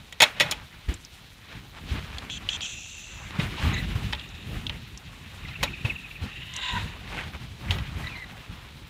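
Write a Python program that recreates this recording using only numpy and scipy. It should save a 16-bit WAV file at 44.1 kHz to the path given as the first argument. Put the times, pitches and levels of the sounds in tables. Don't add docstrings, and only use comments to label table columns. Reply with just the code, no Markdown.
import sys
import numpy as np
from scipy import signal
from scipy.fft import rfft, irfft
from scipy.io import wavfile
from scipy.ndimage import uniform_filter1d, map_coordinates

SR = 44100
rng = np.random.default_rng(int(sys.argv[2]) if len(sys.argv) > 2 else 0)


def log_audio(samples):
    frames = np.atleast_2d(samples).T
    limited = np.clip(frames, -1, 1)
    pcm = np.round(limited * 32767).astype(np.int16)
    wavfile.write(sys.argv[1], SR, pcm)


N = 392049


def undb(db):
    return 10 ** (np.asarray(db) / 20)


def unit(x):
    return x / np.sqrt(np.mean(x ** 2))


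def curve(rows):
    s, *columns = np.transpose(rows)
    return [np.interp(np.arange(N) / SR, s, c) for c in columns]


def add(out, s, x):
    i = max(int(s * SR), 0)
    out[i:i + len(x)] += x[:N - i]


def colour(x, points):
    hz, db = np.transpose(points)
    size = 8192
    f = np.maximum(np.fft.rfftfreq(size, 1 / SR), 1)
    log_gain = np.log(undb(np.interp(np.log(f), np.log(hz), db)))
    cepstrum = irfft(log_gain)
    cepstrum[1:size // 2] *= 2
    cepstrum[size // 2 + 1:] = 0
    impulse = irfft(np.exp(rfft(cepstrum)))
    return signal.fftconvolve(x, impulse)[:len(x)]


def band(x, hz, width):
    b, a = signal.iirpeak(min(hz, SR / 2 - 1), hz / width, fs=SR)
    return signal.lfilter(b, a, signal.lfilter(b, a, x))


def brighten(x, db, hz=4800):
    treble = signal.sosfiltfilt(signal.butter(2, hz, "high", fs=SR, output="sos"), x)
    return x + (undb(db) - 1) * treble


def walk(rate, size=N):
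    k = max(int(SR / rate), 1)
    held = np.repeat(rng.standard_normal(size // k + 1), k)
    return np.sqrt(2) * uniform_filter1d(uniform_filter1d(held, k), k)[:size]


def grains(rate, spread_db, size=N):
    sizes = undb(spread_db * np.minimum(rng.exponential(size=size), 5))
    struck = rng.random(size) < rate / SR
    clicks = struck * sizes * rng.choice([-1, 1], size)
    return unit(clicks + 1e-9 * rng.standard_normal(size))


def churn(flicker_db, rate):
    f = np.maximum(np.fft.rfftfreq(N, 1 / SR), 1)
    out = 0
    for octave in np.arange(4, 15):
        weight = np.sqrt(np.maximum(1 - np.abs(np.log2(f) - octave), 0))
        noise = irfft(rfft(rng.standard_normal(N)) * weight, N)
        out = out + noise * undb(flicker_db * walk(rate))
    return unit(out)


def swells(rows, rise_share, roundness, rest_db=-120):
    power = np.full(N, undb(rest_db) ** 2)
    share = np.clip(rise_share, .1, .9)
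    for s, db, length in rows:
        t = np.arange(N) / SR - s
        away = np.abs(t) / (length * np.where(t < 0, share, 1 - share))
        gain = undb(db) * np.exp(-np.minimum(away ** roundness, 20))
        power = power + gain ** 2
    return np.sqrt(power)


def scrape(body, size=N):
    out = 0
    for hz, width, db in body:
        slips = grains(rate=5000, spread_db=2.0, size=size)
        out = out + undb(db) * band(slips, hz, width)
    return unit(out)


def bend(x, speed):
    return map_coordinates(x, [np.cumsum(speed)], order=3, mode="wrap")


# frequency in Hz, level in dB per Hz.
WIND_COLOUR = [(20, -17), (42, 0.5), (85, -1.5), (160, -6), (300, -16.5), (600, -29), (3000, -26.5),
               (5000, -39.5), (15000, -50.5)]
# time in seconds, level in dB.
BREEZE = [(0, -52), (2.9, -52), (3.3, -41), (5.2, -45), (5.5, -43), (6.15, -47.5), (7.4, -40.5),
          (8.89, -45.5)]
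# peak in seconds, level in dB, length in seconds.
GUSTS = [(.47, -36.5, 0.24), (.92, -39, 0.17), (1.57, -40.5, 0.2), (1.91, -32.5, 0.26), (2.25, -41, 0.71),
         (3.42, -27, 0.13), (3.66, -25, 0.34), (3.95, -31, 0.28), (4.54, -30, 0.23), (5.65, -27.5, 0.1),
         (5.87, -36, 0.17), (6.24, -33, 0.071), (6.77, -30, 0.14), (7.12, -36, 0.35), (7.72, -29, 0.2),
         (8.0, -32.5, 0.17)]
GUST_RISE_SHARE, GUST_ROUNDNESS = 0.36, 1.35
# peak in seconds, peak level in dB, pitch in Hz, length scale in seconds.
BUFFETS = [(0.89, -15.5, 60, 0.016), (1.919, -18, 70, 0.013), (3.392, -16, 156, 0.0088),
           (3.958, -17.5, 97, 0.011), (5.851, -15.5, 111, 0.0091), (6.221, -23.5, 96, 0.019),
           (7.7, -19.5, 87.4, 0.032)]


def wind():
    breeze_db, = curve(BREEZE)
    strength = np.hypot(undb(breeze_db), swells(GUSTS, GUST_RISE_SHARE, GUST_ROUNDNESS))
    eddies = colour(churn(flicker_db=2.5, rate=28), WIND_COLOUR)
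    out = unit(eddies * undb(2.0 * walk(35))) * strength
    t = np.arange(-SR // 10, SR // 5) / SR
    for s, db, hz, length in BUFFETS:
        swell = np.exp(-(t / np.where(t < 0, 0.31 * length, 1.1 * length)) ** 2)
        swing = swell * np.cos(2 * np.pi * hz * t)
        puff = np.exp(-(t / np.where(t < 0, .006, .05)) ** 2)
        hiss = unit(colour(rng.standard_normal(len(t)), WIND_COLOUR[4:]))
        add(out, s + t[0], undb(db) * (swing + undb(-20.0) * puff * hiss))
    return out


def bubbles(count, low_hz, high_hz, cycles):
    out = np.zeros(N)
    for when, pitch, size in rng.random((count, 3)):
        hz = low_hz * (high_hz / low_hz) ** pitch
        age = np.linspace(0, 1, int(cycles * SR / hz))
        ring = np.sin(2 * np.pi * cycles * age * (1 + 0.065 * age)) * undb(-45 * age)
        add(out, when * N / SR, ring * undb(17 * size ** 3))
    return unit(out)


# frequency in Hz, level in dB per Hz.
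WASH_COLOUR = [(150, -4), (500, -0.5), (1000, 2.5), (2400, 4.5), (3800, -3), (4800, -11.5), (15000, -32)]
# frequency in Hz, level in dB per Hz.
SEA_COLOUR = [(40, 6), (300, -10), (1300, -14), (2600, -6.5), (3900, -5.5), (4700, -13.5), (6800, -18),
              (8500, -21), (15000, -24)]
# crest in seconds, level in dB, length in seconds.
WAVES = [(.5, -39.5, 0.22), (.75, -50, 0.097), (1.53, -45, 0.14), (1.78, -43, 0.06), (1.98, -41.5, 0.13),
         (2.17, -43.5, 0.33), (2.55, -43.5, 0.34), (3.42, -40, 0.43), (3.66, -34, 0.14), (4.02, -47, 0.69),
         (5.6, -49.5, 1), (6.28, -46.5, 0.12), (6.8, -44.5, 0.6), (7.18, -36, 0.17), (7.35, -39.5, 0.032),
         (7.73, -43.5, 0.25), (8.04, -43, 0.34), (8.4, -49.5, 0.91)]
WAVE_RISE_SHARE, WAVE_ROUNDNESS = 0.55, 1.48
RIPPLE_DB = -58.5


def water():
    surge = swells(WAVES, WAVE_RISE_SHARE, WAVE_ROUNDNESS, rest_db=RIPPLE_DB)
    foam = churn(flicker_db=3.0, rate=54) + undb(-6.0) * grains(rate=1600, spread_db=8.0)
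    ringing = bubbles(count=3000, low_hz=716, high_hz=4000, cycles=34.0)
    wash = unit(colour(foam, WASH_COLOUR)) + undb(-8.0) * ringing
    fizz = churn(flicker_db=3.0, rate=38) + undb(-5.0) * grains(rate=1500, spread_db=4.0)
    wake = unit(colour(fizz, SEA_COLOUR))
    return wash * surge + undb(-52.0) * wake


# frequency in Hz, level in dB.
DECK_MODES = [(500, -7.5), (590, -2), (855, 3), (955, -2), (1322, -7), (1935, 5), (2177, -4), (2540, 5.5),
              (3060, 5.5), (3297, 6), (3505, 6.5), (3800, 6.5), (4260, 1), (5500, 0), (6600, -2.5),
              (6950, -1), (9500, -6), (13400, -5)]
DECK_T60_S, DECK_DAMP_HZ = 0.091, 2570


def deck_ring(t):
    ring = 0
    for (hz, db), detune in zip(DECK_MODES, rng.standard_normal(len(DECK_MODES))):
        t60 = DECK_T60_S / (1 + hz / DECK_DAMP_HZ)
        cycles = hz * (1 + 0.0041 * detune) * t + rng.random()
        ring = ring + undb(db - 60 * t / t60) * np.sin(2 * np.pi * cycles)
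    return ring


# start in seconds, attack level in dB before the treble shelf,
# treble shelf in dB, rattle decay in seconds.
CLACKS = [(0.125, -38.5, 3, 0.0034), (0.2029, -18.5, 3, 0.0058), (0.205, -15, -5, 0.0065),
          (0.219, -12.5, 7, 0.0077), (0.228, -11.5, 0.5, 0.0061), (0.237, -13.5, -8, 0.0028),
          (0.399, -18.5, 0, 0.0058), (0.406, -14.5, -3, 0.012), (0.511, -35.5, 20, 0.0064),
          (0.521, -26, -10, 0.0068), (3.396, -27, -34, 0.017), (4.126, -31, -7, 0.0035),
          (4.132, -25.5, -16, 0.0017), (4.696, -33, -21, 0.0037), (5.629, -22.5, -1, 0.0095),
          (5.635, -23, 1.5, 0.0035), (5.85, -34, -18, 0.022), (7.707, -29.5, -2, 0.02),
          (7.785, -34.5, -9, 0.0022)]
# frequency in Hz, level in dB per Hz.
CLACK_COLOUR = [(150, -12), (700, -12.5), (1400, -8), (2100, 2.5), (3700, -6.5), (4900, -10), (6800, -14.5),
                (8200, -18), (15000, -28.5)]
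# peak in seconds, level in dB, length in seconds.
DRAGS = [(.378, -41, 0.026), (.465, -36.5, 0.13)]


def tackle():
    out, t = np.zeros(N), np.arange(SR // 2) / SR
    for s, db, treble_db, rattle in CLACKS:
        fade = np.exp(-t / rattle)
        contacts = grains(rate=2100, spread_db=0.5, size=len(t)) * fade
        ring = signal.fftconvolve(contacts, deck_ring(t))[:len(t)]
        crack = colour(rng.standard_normal(len(t)) * fade, CLACK_COLOUR)
        echo = colour(rng.standard_normal(len(t)) * undb(-60 * t / 0.25), WASH_COLOUR)
        blow = undb(2) * unit(ring) + unit(crack) + undb(-8.5) * unit(echo)
        attack_rms = np.std(blow[:SR // 100])
        add(out, s, undb(db) * brighten(blow / attack_rms, treble_db))
    bumps = colour(grains(rate=970, spread_db=2.5), WASH_COLOUR)
    bumped_deck = signal.fftconvolve(bumps, deck_ring(t))[:N]
    drag = unit(unit(bumps) + unit(bumped_deck))
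    return out + drag * swells(DRAGS, rise_share=0.57, roundness=3.0)


# start in seconds, level in dB, pitch in Hz.
FITTING_RINGS = [(0.94, -32, 7300), (1.049, -34.5, 5570), (2.183, -26.5, 3470), (2.183, -36.5, 6860),
                 (2.299, -23, 2960), (2.489, -12.5, 3100), (2.53, -21.5, 3240), (2.607, -23, 3280),
                 (4.149, -27, 3250), (4.195, -28.5, 3200), (4.212, -33, 2600), (4.29, -42, 5800),
                 (4.667, -20, 3330), (4.695, -21.5, 2930), (4.975, -32.5, 5800), (5.631, -13.5, 870),
                 (6.538, -35, 6450), (6.564, -26.5, 6370), (7.708, -14.5, 3140)]


def fittings(t60=0.028):
    out, t = np.zeros(N), np.arange(SR // 8) / SR
    for s, db, hz in FITTING_RINGS:
        burst = unit(band(rng.standard_normal(len(t)), hz, 0.4 * hz))
        contact = np.exp(-t * hz / np.pi)
        rise = np.minimum(t * hz / 2, 1)
        tone = (0.1 + contact) * np.sin(2 * np.pi * hz * t)
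        add(out, s, rise * undb(db - 60 * t / t60) * (tone + 0.66 * burst))
    return out


# start in seconds, end in seconds, starting level in dB,
# grip in dB (the fitting's singing against the slide).
PULLS = [(2.299, 2.386, -37, 4.5), (2.486, 2.571, -34, 3.5), (2.614, 2.668, -32.5, 1.5),
         (2.648, 2.75, -38.5, -11), (2.722, 3.324, -41.5, -21)]
# frequency in Hz, width in Hz, level in dB.
LINE_BODY = [(2665, 280, -0.5), (3480, 1060, -10.5), (6120, 930, -10), (7040, 950, -10)]


def line():
    out = np.zeros(N)
    for start, end, db, grip_db in PULLS:
        size = max(int((end - start) * SR), SR // 50)
        singing = scrape([(3300, 400, 0)], size)
        slide = unit(scrape(LINE_BODY, size) + undb(grip_db) * singing)
        slide = bend(slide, 1 + .013 * walk(30.1, size))
        slowing_db = -32 * (np.arange(size) / SR) ** 2
        level = undb(db + slowing_db + 0.48 * walk(223, size))
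        add(out, start, slide * signal.windows.tukey(size, .15) * level)
    return out


SQUEAK_BODY_HZ, SQUEAK_BODY_WIDTH_HZ = 3800, 430
STUTTER_HZ = 42.3


def squeak(length, start_hz, end_hz, db, harshness):
    size = int(length * SR)
    waver = .015 * walk(130, size)
    hz = np.linspace(start_hz, end_hz, size) * (1 + waver)
    phase = 2 * np.pi * np.cumsum(hz) / SR + .7 * harshness * walk(700, size)
    tone, rasp = (np.sin(order * phase) * undb(3 * order * walk(170, size)) for order in (1, 2))
    octave = band(unit(rasp), SQUEAK_BODY_HZ, SQUEAK_BODY_WIDTH_HZ)
    stutter = np.sin(np.pi * STUTTER_HZ * np.arange(size) / SR + .5 * walk(STUTTER_HZ, size))
    grip = np.sqrt(np.abs(stutter))
    voice = unit(tone) + harshness * octave
    return undb(db) * unit(voice * grip * signal.windows.tukey(size, .1))


# peak in seconds, level in dB, length in seconds,
# edge in dB against that level.
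STROKES = [(3.75, -37.5, 0.073, -4), (4.184, -48, 1, -3.5), (5.753, -46.5, 1, -7),
           (6.386, -41.5, 0.38, -12.5), (6.667, -31.5, 0.18, -1.5)]
STROKE_RISE_SHARE, STROKE_ROUNDNESS = 0.39, 1
# peak in seconds, level in dB, length in seconds.
GROANS = [(6.68, -35.5, 0.096), (6.772, -30.5, 0.097)]
GROAN_HZ, GROAN_TONE_DB = 952, -1
# frequency in Hz, width in Hz, level in dB.
RUB_LOW = [(948, 130, 4.5), (1476, 190, 2), (1850, 200, 2.5)]
RUB_MIDDLE = [(1870, 300, -5.5), (2676, 530, -0.5)]
RUB_EDGE = [(3690, 540, 3), (7020, 1000, -14)]
# start in seconds, length in seconds, start pitch in Hz, end pitch in Hz,
# level in dB, harshness from 0 to 1.
SQUEAKS = [(3.726, 0.082, 2040, 1976, -35, 1), (8.034, 0.052, 1940, 2060, -39, 0.8),
           (8.086, 0.064, 2600, 2260, -43, 0.8), (8.15, 0.1, 2190, 1940, -41, 0.7)]
SWING_S, SWING_LENGTH_S, SWING_RISE = 6.57, 0.18, .075


def steering():
    from_swing = (np.arange(N) / SR - SWING_S) / SWING_LENGTH_S
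    stretch = 1 + SWING_RISE * np.exp(-from_swing ** 2)
    rubs = [(s, db, length) for s, db, length, _ in STROKES]
    edges = [(s, db + edge_db, length) for s, db, length, edge_db in STROKES]
    effort = swells(rubs, STROKE_RISE_SHARE, STROKE_ROUNDNESS)
    dryness = swells(edges, STROKE_RISE_SHARE, STROKE_ROUNDNESS)
    load = swells(GROANS, rise_share=0.72, roundness=1.05)
    middle, low = (bend(scrape(body), stretch) for body in (RUB_MIDDLE, RUB_LOW))
    note = np.sin(2 * np.pi * np.cumsum(GROAN_HZ * stretch) / SR + .85 * walk(170))
    groan = unit(low + undb(GROAN_TONE_DB) * unit(note))
    grip_db = 1.5 * walk(90)
    out = undb(grip_db) * (effort * middle + dryness * scrape(RUB_EDGE) + load * groan)
    for s, *row in SQUEAKS:
        add(out, s, squeak(*row))
    return out


# start in seconds, pitch in Hz, level in dB.
CATCHES = [(3.731, 6520, -44.5), (5.445, 2080, -44), (5.547, 2680, -41), (5.668, 2400, -38.5),
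           (5.728, 2530, -39), (5.844, 2580, -33.5), (5.892, 2580, -29.5), (5.902, 2180, -40.5),
           (5.951, 2700, -38), (6.037, 2524, -42.5), (6.151, 2500, -44)]
CATCH_S, CATCH_SAG = 0.024, 0.064
TWITTER_S = (5.47, 6.12)
TWITTER_HZ, TWITTER_DB = (2060, 2730), -47


def chatter(count=18):
    out, size = np.zeros(N), int(CATCH_S * SR)
    faint = []
    for s in np.linspace(*TWITTER_S, count):
        start = s + CATCH_S * rng.uniform(-0.91, 1)
        faint.append((start, rng.uniform(*TWITTER_HZ), TWITTER_DB))
    sag = 1 + CATCH_SAG * np.linspace(1, -1, size)
    for s, hz, db in list(CATCHES) + faint:
        phase = 2 * np.pi * np.cumsum(hz * sag) / SR
        chirp = np.sin(phase + .75 * walk(520, size)) * np.hanning(size)
        add(out, s, undb(db) * unit(chirp))
    return out


def scene():
    return (wind() + water() + tackle() + fittings() + line() + steering() + chatter())[None]


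RUMBLE_CUT_HZ, TOP_HZ = 32.3, 15500


def record(dry):
    rumble_cut = signal.butter(3, RUMBLE_CUT_HZ, "high", fs=SR, output="sos")
    lean = signal.sosfiltfilt(rumble_cut, dry)
    top_cut = signal.ellip(10, .2, 95, TOP_HZ, fs=SR, output="sos")
    return signal.sosfilt(top_cut, np.clip(lean, -1, 1))


dry = scene()
out = record(dry)
log_audio(out)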